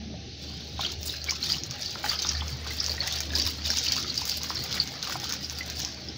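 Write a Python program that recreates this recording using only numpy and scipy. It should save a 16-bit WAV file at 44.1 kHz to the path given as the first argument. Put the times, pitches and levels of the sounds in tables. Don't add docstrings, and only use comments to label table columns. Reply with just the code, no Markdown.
import sys
import numpy as np
from scipy import signal
from scipy.fft import rfft, irfft, next_fast_len
from scipy.io import wavfile
from scipy.ndimage import uniform_filter1d, map_coordinates

SR = 44100
rng = np.random.default_rng(int(sys.argv[2]) if len(sys.argv) > 2 else 0)


def unload_wav(signal):
    wavfile.write(
        sys.argv[1],
        SR,
        np.round(np.clip(np.atleast_2d(signal).T, -1, 1) * 32767).astype(np.int16),
    )


N = 272097
TOP_HZ = 16600


def amp(db):
    return 10 ** (np.asarray(db) / 20)


def unit(x):
    return x / np.sqrt(np.mean(x ** 2) + 1e-20)


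def curves(rows):
    s, *columns = np.transpose(rows)
    return [np.interp(np.arange(N) / SR, s, column) for column in columns]


def wobble(rate):
    knots = rng.standard_normal(int(N * rate / SR) + 4)
    return map_coordinates(knots, [np.arange(N) * rate / SR])


def gain(points, hz):
    f, db = np.transpose(points)
    return amp(np.interp(np.log(hz + 1), np.log(f + 1), db))


def coloured(x, points):
    m = 2 * next_fast_len(N // 2 + SR // 4)
    cepstrum = irfft(np.log(gain(points, np.fft.rfftfreq(m, 1 / SR)) + 1e-6), m)
    cepstrum[1:m // 2] *= 2
    cepstrum[m // 2 + 1:] = 0
    return irfft(rfft(x, m) * np.exp(rfft(cepstrum)), m)[:N]


def rush(points, patchy_db, size=256):
    z = signal.stft(rng.standard_normal(N + 2 * size), nperseg=size)[2]
    field = uniform_filter1d(rng.standard_normal(z.shape), size=5, axis=0)
    field = uniform_filter1d(field, size=5, axis=1)
    patchy = signal.istft(z * amp(patchy_db * unit(field)), nperseg=size)[1][:N]
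    return unit(coloured(patchy, points))


def rings(s, level, hz, t60, rise, attack, size):
    s, level, hz, t60 = (np.asarray(v)[:, None] for v in (s, level, hz, t60))
    t = np.arange(size) / SR
    t60 = np.maximum(t60, 1e-3)
    envelope = level * amp(-60 * t / t60) * (1 - np.exp(-t / attack))
    wave = envelope * np.sin(2 * np.pi * hz * t * (1 + rise * t / t60))
    at = np.round(s * SR).astype(int) + np.arange(size)
    return np.bincount(at.ravel(), wave.ravel(), N + SR)[:N]


def grain_sizes(chance, spread_db):
    return amp(-spread_db * np.log(chance + .04))


def mix(noise, grains, share):
    share = np.clip(share, 0, 1)
    return np.sqrt(1 - share) * noise + np.sqrt(share) * grains


# frequency in Hz, relative level in dB.
RUMBLE = [(25, -42), (50, -15), (86, -5.5), (300, -11), (484, -20.5), (605, -20.5), (790, -20.5),
          (1020, -52), (1500, -32), (1950, -45), (3300, -120)]
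# frequency in Hz, level in dB before its random waver.
STANDING = [(129, -53.5), (157, -57), (198, -58), (466, -63), (820, -64)]


def kitchen_rumble():
    t = np.arange(N) / SR
    standing = np.zeros(N)
    for hz, db in STANDING:
        turn = 2 * np.pi * hz * t
        standing += amp(db) * (wobble(20) * np.sin(turn) + wobble(20) * np.cos(turn))
    level = amp(-45 + 0.91 * wobble(6))
    return level * rush(RUMBLE, patchy_db=3.0, size=2048) + standing


# frequency in Hz, relative level in dB.
DRAIN = [(1200, -39), (1700, -9.5), (3950, -1.5), (4160, 4), (4380, -2.5), (6300, -6), (7000, -41),
         (16000, -44)]


def draining():
    return amp(-49) * rush(DRAIN, patchy_db=1, size=512)


# time in seconds, middle level in dB.
HUM = [(0.0, -45), (1.49, -45.5), (1.75, -55.5), (2.42, -38), (2.58, -43.5), (3.35, -38), (4.78, -51.5),
       (4.88, -59), (5.77, -44.5), (6.17, -51)]


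def machine_hum():
    hum_db, = curves(HUM)
    phase = 2 * np.pi * np.cumsum(75.2 + .5 * wobble(4.97)) / SR
    return np.sqrt(2) * amp(hum_db + 2.4 * wobble(8.9)) * np.sin(phase)


def stroked(peak_db, fall, pool_db):
    rise = 474
    s, held = np.transpose(STROKES)[:2, :, None]
    t = np.arange(0, N, 64) / SR
    db = peak_db[:, None] - rise * np.maximum(s - t, 0) - fall * np.maximum(t - s - held, 0)
    power = np.interp(np.arange(N) / SR, t, np.sum(amp(db) ** 2, axis=0))
    return 10 * np.log10(power + amp(pool_db) ** 2)


# time in seconds, fizz level in dB, spray level in dB, slosh level in dB, all before patter.
POOL = [(0, -54, -77, -61), (.35, -43, -100, -64.5), (.75, -42, -65, -57), (1.7, -41, -62, -53),
        (2.0, -38.5, -54.5, -48.5), (2.7, -40.5, -56.5, -48), (4.0, -36.5, -51.5, -49),
        (4.8, -37, -61, -47.5), (5.3, -40, -52, -46.5), (5.45, -42.5, -58, -53), (5.9, -35.5, -60, -48.5),
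        (6.0, -41, -63, -51.5), (6.17, -41, -73, -54)]
# start of the hold in seconds, hold in seconds, fizz level in dB before patter,
# spray level in dB above the fizz, slosh level in dB above the fizz, usual bubble pitch in Hz.
STROKES = [(.41, 0.27, -44.5, -15, -13.5, 4300), (0.803, 0.092, -32.5, -22, -12, 3460),
           (1.03, 0.049, -39.5, -6.5, -17, 5200), (1.092, 0.05, -36, -13, -18, 4200),
           (1.279, 0.082, -36, -23, -9.5, 4900), (1.437, 0.12, -30.5, -15.5, -15.5, 4770),
           (1.72, 0.02, -38.5, -27, -9, 4630), (1.811, 0.11, -35, -21, -37, 4520),
           (2.058, 0.077, -31, -14.5, -8.5, 4510), (2.2, 0.15, -33, -28, -12, 5010),
           (2.481, 0.037, -37, -12, -13.5, 4870), (2.68, 0.054, -36.5, -14.5, -10.5, 4300),
           (2.79, 0.16, -35, -17, -11, 5260), (3.02, 0.16, -32, -21, -13, 4400),
           (3.22, 0.028, -36.5, -14, -25, 4700), (3.349, 0.13, -29, -15, -16, 4800),
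           (3.662, 0.35, -28.5, -19.5, -15.5, 5050), (4.08, 0.013, -32.5, -25, -25, 4340),
           (4.17, 0.042, -31, -16, -18, 4800), (4.28, 0.041, -32.5, -11, -29, 4970),
           (4.43, 0.018, -32.5, -18, -13, 4630), (4.5, 0.28, -38.5, -11, -9, 4570),
           (4.72, 0.035, -32, -26, -8, 4280), (4.87, 0.017, -40.5, -10.5, -5.5, 4330),
           (5.031, 0.098, -32.5, -13.5, -13.5, 4730), (5.24, 0.11, -33.5, -24, -11, 4790),
           (5.43, 0.013, -38, -11, -21, 4930), (5.5, 0.096, -40.5, -7, -12, 4900),
           (5.68, 0.037, -40, -24, -2.5, 4120), (5.79, 0.048, -36, -12, -13, 5340)]


def stir_levels():
    s, held, fizz_db, spray_db, slosh_db, hz = np.transpose(STROKES)
    pool_fizz, pool_spray, pool_slosh = curves(POOL)
    return (stroked(fizz_db, 200, pool_fizz),
            stroked(fizz_db + spray_db, 258, pool_spray),
            stroked(fizz_db + slosh_db, 182, pool_slosh),
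            np.interp(np.arange(N) / SR, s + held / 2, hz))


def swarm(count, points, mid_hz, octaves, cycles, spread_db, size):
    when, chance = rng.random((count, 2)).T
    pitch, life = rng.standard_normal((count, 2)).T
    hz = np.minimum(mid_hz[(when * N).astype(int)] * 2 ** (octaves * pitch), TOP_HZ)
    level = np.sqrt(gain(points, hz)) * grain_sizes(chance, spread_db)
    t60 = cycles * 2 ** (life / 2) / hz
    return unit(rings(when * N / SR, level, hz, t60, rise=0.13, attack=0.000095, size=size))


def ticks(count, spread_db):
    when, chance, sign = rng.random((count, 3)).T
    sizes = np.sign(sign - .5) * grain_sizes(chance, spread_db)
    return np.bincount((when * N).astype(int), sizes, N)


def patter(count, t60, spread_db):
    return unit(signal.lfilter([1], [1, -amp(-60 / SR / t60)], np.abs(ticks(count, spread_db))))


def mist(drops):
    specks = swarm(count=2500, points=SPRAY, mid_hz=np.full(N, 9500), octaves=0.3, cycles=50,
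                   spread_db=11, size=300)
    return mix(specks, unit(coloured(drops, SPRAY)), share=0.9)


def focused(x, mid_hz, octaves, lift_db):
    hz, t, z = signal.stft(x, SR, nperseg=512)
    away = np.log2((hz[:, None] + 1) / np.interp(t, np.arange(N) / SR, mid_hz)) / octaves
    lift = amp(lift_db * np.exp(-away ** 2 / 2))
    return unit(signal.istft(z * lift, SR, nperseg=512)[1][:N])


# frequency in Hz, relative level in dB.
FIZZ = [(700, -40), (1500, -14.5), (2020, -24), (2300, -4.5), (3300, -0.5), (4720, 4), (5960, -3.5),
        (8100, -35.5), (9000, -34), (11700, -54), (19800, -120)]
# frequency in Hz, relative level in dB.
SPRAY = [(4120, -7), (7000, 5.5), (8260, -6), (13500, -7.5), (14900, 5.5), (15600, 8), (15900, -24)]
# frequency in Hz, relative level in dB.
SLOSH = [(250, -13), (500, -5.5), (900, -7.5), (2200, -2.5), (3500, -41.5)]
# frequency in Hz, relative level in dB.
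CLICK = [(1000, -44), (2500, -10), (4000, -9), (5400, 3), (6600, 1), (8000, -45), (12000, -54.5)]


def stirring():
    fizz_db, spray_db, slosh_db, bubble_hz = stir_levels()
    surge = wobble(45)
    splash = patter(count=900, t60=0.019, spread_db=-1.5)
    busy = np.clip((fizz_db + 42) / 12, 0, 1)
    drops = ticks(count=3500, spread_db=3.5)

    froth = swarm(count=9000, points=FIZZ, mid_hz=bubble_hz, octaves=0.357, cycles=63,
                  spread_db=4.5, size=700)
    crackle = mix(froth, unit(coloured(drops, CLICK)), share=0.34)
    fizz = mix(rush(FIZZ, patchy_db=3.5, size=1024), crackle, share=0.13 + 0.46 * busy)
    fizz = focused(fizz, bubble_hz, octaves=0.15, lift_db=2.5)
    spray = mix(rush(SPRAY, patchy_db=5.5, size=128), mist(drops), share=0.21 + 0.18 * busy)
    gurgle = swarm(count=1300, points=SLOSH, mid_hz=np.full(N, 1700), octaves=0.7, cycles=31,
                   spread_db=2.5, size=1500)
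    slosh = mix(rush(SLOSH, patchy_db=4.5, size=1536), gurgle, share=0.17 + 0.35 * busy)

    fizz_level = amp(fizz_db + 0.84 * busy * surge) * mix(0.58, splash, share=0.091 * busy)
    spray_level = amp(spray_db + 1.5 * surge + 2.9 * wobble(30))
    spray_level = spray_level * mix(0.59, splash, share=0.14 + 0.24 * busy)
    slosh_level = amp(slosh_db + 0.75 * surge + 1.54 * wobble(18))
    slosh_level = slosh_level * mix(0.77, splash, share=0.019 * busy)
    return fizz_level * fizz + spray_level * spray + slosh_level * slosh


def neighbours(s, db, hz, octaves, cycles, within_s, count):
    late, pitch = rng.random((len(s), count)), rng.standard_normal((len(s), count))
    start = (s[:, None] + within_s * late).ravel()
    t60 = np.repeat(cycles / hz, count)
    hz = (hz[:, None] * 2 ** (octaves * pitch)).ravel()
    return rings(start, np.repeat(amp(db), count), hz, t60, rise=0.058, attack=0.00051, size=2000)


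def splats(s, db, points, t60):
    t = np.arange(900)
    puff = amp(db[:, None] - 60 * t / SR / t60) * rng.standard_normal((len(s), len(t)))
    at = np.round(s * SR).astype(int)[:, None] + t
    return coloured(np.bincount(at.ravel(), puff.ravel(), N)[:N], points)


# start in seconds, level in dB before onset and decay, starting pitch in Hz, 60 dB decay in seconds.
GULPS = [(.138, -35.5, 596, 0.052), (.793, -15, 796, 0.014), (0.832, -23, 1380, .02),
         (1.139, -24, 1620, 0.016), (1.285, -14, 2220, 0.019), (1.321, -22.5, 1040, 0.016),
         (1.5, -24, 1300, 0.017), (1.955, -19, 855, 0.0074), (2.041, -20, 814, 0.048),
         (2.0411, -13, 1500, 0.011), (2.062, -11, 1830, 0.012), (2.248, -15, 1060, 0.0082),
         (2.349, -19.5, 1750, 0.012), (2.421, -21.5, 840, 0.012), (2.665, -22, 1020, 0.016),
         (2.706, -21.5, 1990, 0.019), (2.811, -24, 1310, 0.011), (2.883, -28, 960, 0.021),
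         (2.901, -23, 510, 0.014), (2.98, -19, 1860, 0.013), (3.014, -22, 2000, 0.02),
         (3.078, -16.5, 1970, 0.018), (3.203, -18, 2270, 0.015), (3.303, -24, 1690, 0.018),
         (3.334, -21, 1650, .025), (3.464, -19, 2410, 0.011), (3.702, -12.5, 1510, 0.0075),
         (3.981, -19.5, 1360, 0.01), (4.045, -18.5, 1320, 0.01), (4.135, -26.5, 2110, 0.013),
         (4.216, -24, 850, 0.014), (4.504, -14, 1010, 0.0085), (4.774, -18, 1860, 0.013),
         (5.071, -23, 1160, 0.022), (5.097, -20.5, 1100, 0.016), (5.122, -19.5, 1450, 0.02),
         (5.155, -17, 790, 0.019), (5.233, -26.5, 826, 0.023), (5.299, -24, 1090, 0.011),
         (5.607, -17.5, 1990, 0.03)]


def gulps():
    s, db, hz, t60 = np.transpose(GULPS)
    pockets = rings(s, amp(db), hz, t60, rise=0.049, attack=0.0024, size=4000)
    slaps = neighbours(s, db - 6, 1.22 * hz, octaves=0.31, cycles=8.6, within_s=0.00338, count=3)
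    return pockets + slaps + splats(s, db - 2.5, SLOSH, t60=0.013)


# start in seconds, click peak in dB, treble puff level in dB before its filter.
SNAPS = [(0.792, -36, -53), (0.799, -30, -49), (0.813, -31, -30), (0.92, -22, -36), (1.0308, -19.5, -36),
         (1.2422, -19, -30.5), (1.2942, -22, -38), (1.3091, -9.5, -30), (1.636, -15, -40),
         (1.71, -17.5, -37), (1.813, -25, -33), (1.8588, -28, -39), (2.0993, -16.5, -26),
         (2.223, -20, -29.5), (2.27, -15.5, -48), (2.292, -10, -41), (2.481, -21, -42), (2.7062, -36, -32),
         (2.7674, -34, -31), (2.843, -21, -36), (2.8635, -11.5, -32), (3.075, -20, -24.5),
         (3.125, -16.5, -29), (3.159, -23, -27), (3.2052, -12.5, -23.5), (3.504, -35, -27),
         (3.703, -16, -27), (3.7712, -13, -28), (3.786, -16, -33), (3.839, -19, -32), (3.922, -12.5, -28),
         (4.143, -18, -46), (4.1767, -18, -29), (4.254, -17, -24), (4.2968, -15, -26), (4.373, -25, -22.5),
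         (4.4333, -15.5, -27), (4.6393, -32, -26), (4.751, -39, -27), (4.838, -35, -31),
         (4.875, -20.5, -39), (5.0275, -16, -41), (5.1236, -19, -30), (5.2, -20.5, -32), (5.243, -19, -50),
         (5.3004, -18, -45), (5.324, -13, -28), (5.338, -18, -28), (5.4978, -17, -36), (5.5863, -20.5, -26),
         (5.662, -28, -33), (5.7005, -19.5, -29), (5.7613, -32, -35), (5.8019, -16, -37),
         (5.849, -13.5, -44)]


def snaps():
    s, db, treble_db = np.transpose(SNAPS)
    impulse = np.eye(1, N)[0]
    blow = coloured(impulse, CLICK)[:SR // 50]
    strikes = np.bincount(np.round(s * SR).astype(int), amp(db), N)
    clicks = np.convolve(strikes, blow / np.abs(blow).max())[:N]
    return clicks + splats(s, treble_db, SPRAY, t60=0.011)


# start in seconds, level in dB before onset and decay, starting pitch in Hz.
BUBBLES = [(0.819, -17, 3710), (0.8484, -13, 3120), (0.8637, -14, 4440), (1.097, -13.5, 3940),
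           (1.217, -17.5, 4540), (1.263, -27, 3250), (1.2949, -9, 4630), (1.307, -8.5, 5360),
           (1.428, -12.5, 4180), (1.458, -20, 3640), (1.496, -19.5, 3090), (1.5015, -8, 4730),
           (1.52, -6, 4760), (1.535, -22, 2870), (1.545, -19.5, 2870), (1.583, -14.5, 5000),
           (1.821, -12.5, 4920), (1.8598, -12.5, 4550), (2.094, -5.5, 4470), (2.1323, -18, 3150),
           (2.155, -14, 4740), (2.189, -12, 4650), (2.2208, -8, 5900), (2.225, -12, 4300),
           (2.2458, -15, 3650), (2.289, -5, 5600), (2.351, -16, 4470), (2.369, -15, 4550),
           (2.408, -17.5, 3290), (2.488, -35, 2500), (2.786, -14.5, 4570), (2.8016, -4.5, 5120),
           (2.8416, -9.5, 4770), (2.8951, -6, 4600), (2.917, -11, 4600), (3.004, -11, 4260),
           (3.0749, -20, 3600), (3.1253, -17, 3660), (3.16, -15.5, 4580), (3.304, -21, 3500),
           (3.3526, -4, 4930), (3.398, -4, 4840), (3.42, -8, 5030), (3.464, -14, 5100), (3.487, -14, 4570),
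           (3.6505, -17.5, 3670), (3.6649, -24, 4900), (3.703, -5.5, 5300), (3.713, -13, 4330),
           (3.786, -6.5, 5830), (3.8647, -16, 2826), (3.8853, -9.5, 4400), (3.921, -6, 4620),
           (3.933, -8.5, 5630), (4.0992, -12, 4040), (4.1769, -6.5, 4720), (4.293, -10, 4620),
           (4.4985, -11.5, 5040), (4.555, -13.5, 5230), (4.569, -12, 4440), (4.8, -2.5, 4510),
           (4.818, -14, 4360), (5.0276, -15, 4300), (5.271, -29, 3050), (5.43, -22, 5400),
           (5.445, -14, 4930), (5.553, -21, 4940), (5.5867, -18, 4860), (5.7696, -17, 4600),
           (5.817, -15, 5960), (5.8483, -10.5, 5850), (6.086, -17.5, 5120)]


def bubbles():
    s, db, hz = np.transpose(BUBBLES)
    small = rings(s, amp(db), hz, 38 / hz, rise=0.059, attack=0.00085, size=2000)
    twins = neighbours(s, db - 6, hz, octaves=0.081, cycles=39.6, within_s=.004, count=2)
    return small + twins


# start in seconds, level in dB before onset and decay, starting pitch in Hz.
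BUMPS = [(1.695, -23.5, 133), (2.522, -22, 129), (3.446, -19, 88), (4.799, -26.5, 145)]


def basket_bumps():
    s, db, hz = np.transpose(BUMPS)
    return rings(s, amp(db), hz, np.full(len(s), .12), rise=-0.12, attack=0.012, size=9000)


def basin(x, t60):
    out, step, t = np.zeros(N + SR), SR // 4, np.arange(SR // 8) / SR
    for i in range(0, N, step):
        tail = rng.standard_normal(len(t)) * amp(-60 * t / t60) * (t > .003)
        wet = signal.fftconvolve(x[i:i + step], tail / np.linalg.norm(tail))
        out[i:i + len(wet)] += wet
    return out[:N]


def scene():
    background = kitchen_rumble() + draining() + machine_hum()
    stirred = stirring()
    ringing = gulps()
    clicks = snaps()
    ringing = ringing + bubbles()
    to_basin = amp(-5.0) * ringing + amp(-6.5) * clicks
    return (background + stirred + ringing + clicks + basket_bumps() + basin(to_basin, t60=.09))[None]


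def record(dry):
    m = next_fast_len(N + SR // 4)
    hz = np.fft.rfftfreq(m, 1 / SR)
    response = amp(-22 * (hz > 15850)) * (hz < TOP_HZ)
    return irfft(rfft(dry, m) * response, m)[:, :N]


dry = scene()
out = record(dry)
unload_wav(out)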